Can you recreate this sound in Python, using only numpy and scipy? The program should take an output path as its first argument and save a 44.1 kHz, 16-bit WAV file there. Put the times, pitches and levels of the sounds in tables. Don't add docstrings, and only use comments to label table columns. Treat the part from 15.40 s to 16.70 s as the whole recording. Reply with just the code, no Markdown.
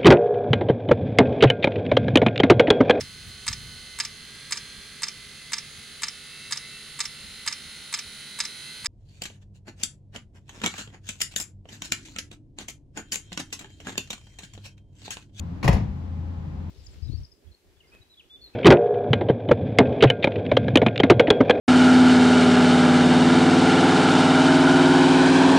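import sys
import numpy as np
from scipy import signal
from scipy.fft import rfft, irfft
from scipy.io import wavfile
from scipy.ndimage import map_coordinates

SR = 44100
rng = np.random.default_rng(int(sys.argv[2]) if len(sys.argv) > 2 else 0)


def wav_record(signal):
    frames = np.transpose(np.atleast_2d(signal))
    bounded = np.clip(frames, -1, 1)
    quanta = np.round(bounded * 32767).astype(np.int16)
    wavfile.write(sys.argv[1], SR, quanta)


N = 57330
T = np.arange(N) / SR
ATTACK_S = 0.0015

# start in seconds, level in dB, treble tilt in dB per octave,
# seconds for the rattle to fall to 37%, steel ring in dB, panel ring in dB.
LATCH_HITS = [(0.229, -24.5, 0.5, 0.013, -41.5, -40), (0.242, -21.5, 1.1, 0.015, -44, -30.5),
              (0.2568, -30.5, 1, 0.0073, -44.5, -41), (0.2776, -14, 1.87, 0.0069, -15.5, -19.5),
              (0.2873, -20, 1.5, 0.0064, -37, -39), (0.3075, -28, -1.5, 0.013, -48, -30.5),
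              (0.3268, -30, 3, .018, -31.5, -33), (0.3480, -27.5, -2, 0.013, -51, -32),
              (0.3665, -26.5, -1, 0.0059, -48, -36.5)]
# frequency in Hz, relative level in dB.
RATTLE_COLOUR = [(200, 8), (400, -4.5), (700, -6.5), (1000, -4.5), (1350, -14.5), (1950, -12), (2800, -16),
                 (3400, -24), (5400, -25), (7400, -30.5), (9000, -47.5), (11000, -31), (13000, -50.5),
                 (15500, -41.5)]
# frequency in Hz, likeness from -1 to 1 (the same).
RATTLE_LIKENESS = [(250, 0.49), (700, 0.5), (2000, -0.3), (4500, 0.5), (8000, 0.4), (12000, -0.023)]
# frequency in Hz, left minus right in dB.
DOOR_BALANCE = [(60, 4.9), (200, 2.1), (600, 5.7), (1200, 2.2), (2000, 2.2), (4500, 7), (8500, 1)]
# start in seconds, pitch in Hz, level in dB, length in seconds.
DOOR_THUDS = [(0.2430, 130, -15.5, 0.047), (0.2346, 203.4, -22, 0.029), (0.24, 47, -25.5, .040),
              (0.2790, 900, -14.5, 0.003), (0.2890, 500, -11, 0.002), (0.2880, 147.6, -6.5, 0.017),
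              (0.2798, 61.5, -13, 0.059), (0.3332, 69.3, -11.5, 0.034), (0.345, 195, -23.5, 0.043),
              (0.39, 108, -26, .06), (0.455, 76.5, -28.5, 0.064)]
# pitch in Hz, relative level in dB, seconds to fade by 60 dB.
SHELL_NOTES = [(56.6, -33, 0.43), (109.07, -20.5, 0.76), (141.1, -23.5, 0.69), (163.4, -27.5, 0.68),
               (196.4, -31.5, 0.36), (223.5, -28.5, 0.55)]
PAWL_NOTES = [(2225, -32, 0.059), (4230, -39, 0.03)]
STEEL_NOTES = [(1887.5, -3.5, 0.071), (1942, -2.5, 0.054), (1996, -6, 0.037), (2517, -12, 0.065),
               (2690, -10, 0.033), (2808, -9, 0.05), (5370, -16, 0.039)]
PANEL_NOTES = [(329.5, -12, 0.37), (343.1, -13, 0.3), (450, -10, 0.26), (538, -22, 0.18), (595, -18, 0.1),
               (620, -24, 0.64), (688, -13.5, 0.18), (689, -10, 0.11), (760, -16.5, 0.073),
               (793, -7.5, 0.24), (837, -16, 0.19), (895.5, -13.5, 0.2), (970, -14, 0.32), (1021, -12, .2)]
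# frequency in Hz, relative level in dB.
ECHO_COLOUR = [(60, -14.5), (150, -11), (260, -3), (450, 0), (900, -2), (2000, -1), (5000, -6),
               (14000, -4.5)]
# frequency in Hz, seconds to fade by 60 dB.
ECHO_FADE = [(100, 0.97), (500, 0.3), (2000, 0.37), (6000, 0.36), (14000, 0.052)]
# frequency in Hz, likeness from -1 to 1.
ROOM_LIKENESS = [(60, 0.9), (170, 0.99), (320, 0.28), (1000, 0), (4000, 0.35), (10000, -.1)]
# frequency in Hz, left minus right in dB.
ROOM_BALANCE = [(60, 5.5), (200, 0), (500, 6.5), (1300, 1), (4400, 3.5), (8500, -1)]
# pitch in Hz, relative level in dB.
FAN_TONES = [(84.2, -31.5), (195.4, -44.5), (415.4, -66.5), (528.5, -61.5), (826.3, -61.5), (1057, -64.5)]
# frequency in Hz, relative level in dB.
RUSH_COLOUR = [(25, -21.5), (38, -9), (52, -1.5), (100, -2), (160, -0.5), (205, -11), (260, -7.5),
               (400, -22.5), (600, -25.5), (840, -23), (1480, -32.5), (2800, -39.5), (4700, -46.5),
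               (7700, -54), (9000, -69), (11500, -58), (16000, -85)]
# time in seconds, air gain in dB, hum gain in dB.
VENT_LEVELS = [(0, -1.5, -1), (.19, 0, -11), (.4, 1, -6), (.55, -0.5, -2.5), (0.8, -0.8, -1),
               (1.3, -0.07, -3)]


def latch_rattle(low_cut_hz=221):
    hz, out = frequencies(), 0
    colour = gain(look_up(RATTLE_COLOUR, hz)) * pan(look_up(DOOR_BALANCE, hz))
    colour = colour / np.sqrt(1 + (low_cut_hz / hz) ** 8)
    for start, db, tilt_db, decay_s, _, _ in LATCH_HITS:
        age = since(start)
        rattle = noise(colour * gain(tilt_db * np.log2(hz)), look_up(RATTLE_LIKENESS, hz))
        out = out + gain(db) * rise(age, ATTACK_S) * np.exp(-age / decay_s) * rattle
    return out


def door_push(start, hz, db, seconds):
    age = since(start)
    swell = np.sin(np.pi * np.minimum(age / seconds, 1))
    return gain(db) * pan(look_up(DOOR_BALANCE, hz)) * swell * np.sin(2 * np.pi * hz * age)


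def car_body():
    thuds = sum(door_push(*thud) for thud in DOOR_THUDS)
    age = since(0.3)
    return thuds + rise(age, seconds=0.025) * ring(SHELL_NOTES, age)


def ringing_metal():
    out = ring(PAWL_NOTES, since(LATCH_HITS[0][0]))
    for start, _, _, _, steel_db, panel_db in LATCH_HITS:
        age = since(start)
        out = out + gain(steel_db) * rise(age, ATTACK_S) * ring(STEEL_NOTES, age)
        out = out + gain(panel_db) * rise(age, seconds=0.0047) * ring(PANEL_NOTES, age)
    return out


def ring(notes, age):
    return sum(gain(db) * pan(look_up(DOOR_BALANCE, hz)) * fade(age, fade_s)
               * np.sin(2 * np.pi * hz * age) for hz, db, fade_s in notes)


def room_echo(sound, gap_s=0.00091, build_s=0.0061, gain_db=-4):
    hz, age, tail = frequencies(), since(gap_s), 0
    reflections = rfft(room_noise(ECHO_COLOUR))
    for centre_hz in 2. ** np.arange(5, 15):
        octave = np.maximum(1 - np.abs(np.log2(hz / centre_hz)), 0)
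        shape = rise(age, build_s) * fade(age, look_up(ECHO_FADE, centre_hz))
        tail = tail + irfft(reflections * octave, N) * shape / np.sqrt(np.sum(shape ** 2))
    mono = sound.mean(axis=0)[None]
    return signal.fftconvolve(mono, tail, axes=1)[:, :N] * gain(gain_db)


def ventilation(waver_db=0.6, air_gain_db=-35.5, left_delay_s=0.00023):
    hum = 0
    for hz, db in FAN_TONES:
        strength = np.sqrt(2) * gain(db + waver_db * drift(rate_hz=2.1))
        hum = hum + strength * np.sin(2 * np.pi * hz * T + 0.12 * drift(rate_hz=5.7))
    times, air_db, hum_db = np.array(VENT_LEVELS).T
    air = gain(air_gain_db + np.interp(T, times, air_db)) * room_noise(RUSH_COLOUR)
    left, right = air + gain(np.interp(T, times, hum_db)) * hum * pan(db=3)
    late_left = map_coordinates(left, [(T - left_delay_s) * SR], mode="nearest")
    return np.array([late_left, right])


def room_noise(colour):
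    hz = frequencies()
    gains = gain(look_up(colour, hz)) * pan(look_up(ROOM_BALANCE, hz))
    return noise(gains, look_up(ROOM_LIKENESS, hz))


def drift(rate_hz):
    return noise(np.exp(-(frequencies() / rate_hz) ** 2), likeness=0.67)[0]


def noise(colour, likeness):
    shared, opposite = rfft(rng.standard_normal((2, N)))
    shared, opposite = shared * np.sqrt(1 + likeness), opposite * np.sqrt(1 - likeness)
    stereo = irfft(np.array([shared + opposite, shared - opposite]) * colour, N)
    return stereo / np.sqrt(np.mean(stereo ** 2))


def since(start):
    return np.maximum(T - start, 0)


def rise(age, seconds):
    return 1 - np.exp(-age / seconds)


def fade(age, seconds):
    return np.exp(-np.log(1000) * age / seconds)


def gain(db):
    return 10 ** (np.asarray(db) / 20)


def pan(db):
    return gain(np.array([[1], [-1]]) * db / 2)


def look_up(table, hz):
    row_hz, values = np.array(table, float).T
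    return np.interp(np.log(hz), np.log(row_hz), values)


def frequencies():
    return np.maximum(np.arange(N // 2 + 1) * SR / N, 1)


def scene():
    swing = door_push(start=0.035, hz=172, db=-33.5, seconds=0.17)
    blows = swing + latch_rattle() + car_body()
    ringing = ringing_metal()
    echo = room_echo(blows + gain(-8.5) * ringing)
    return blows + ringing + echo + ventilation()


def record(dry):
    return signal.sosfilt(signal.ellip(8, .2, 80, 16000, fs=SR, output="sos"), dry)


dry = scene()
out = record(dry)
wav_record(out)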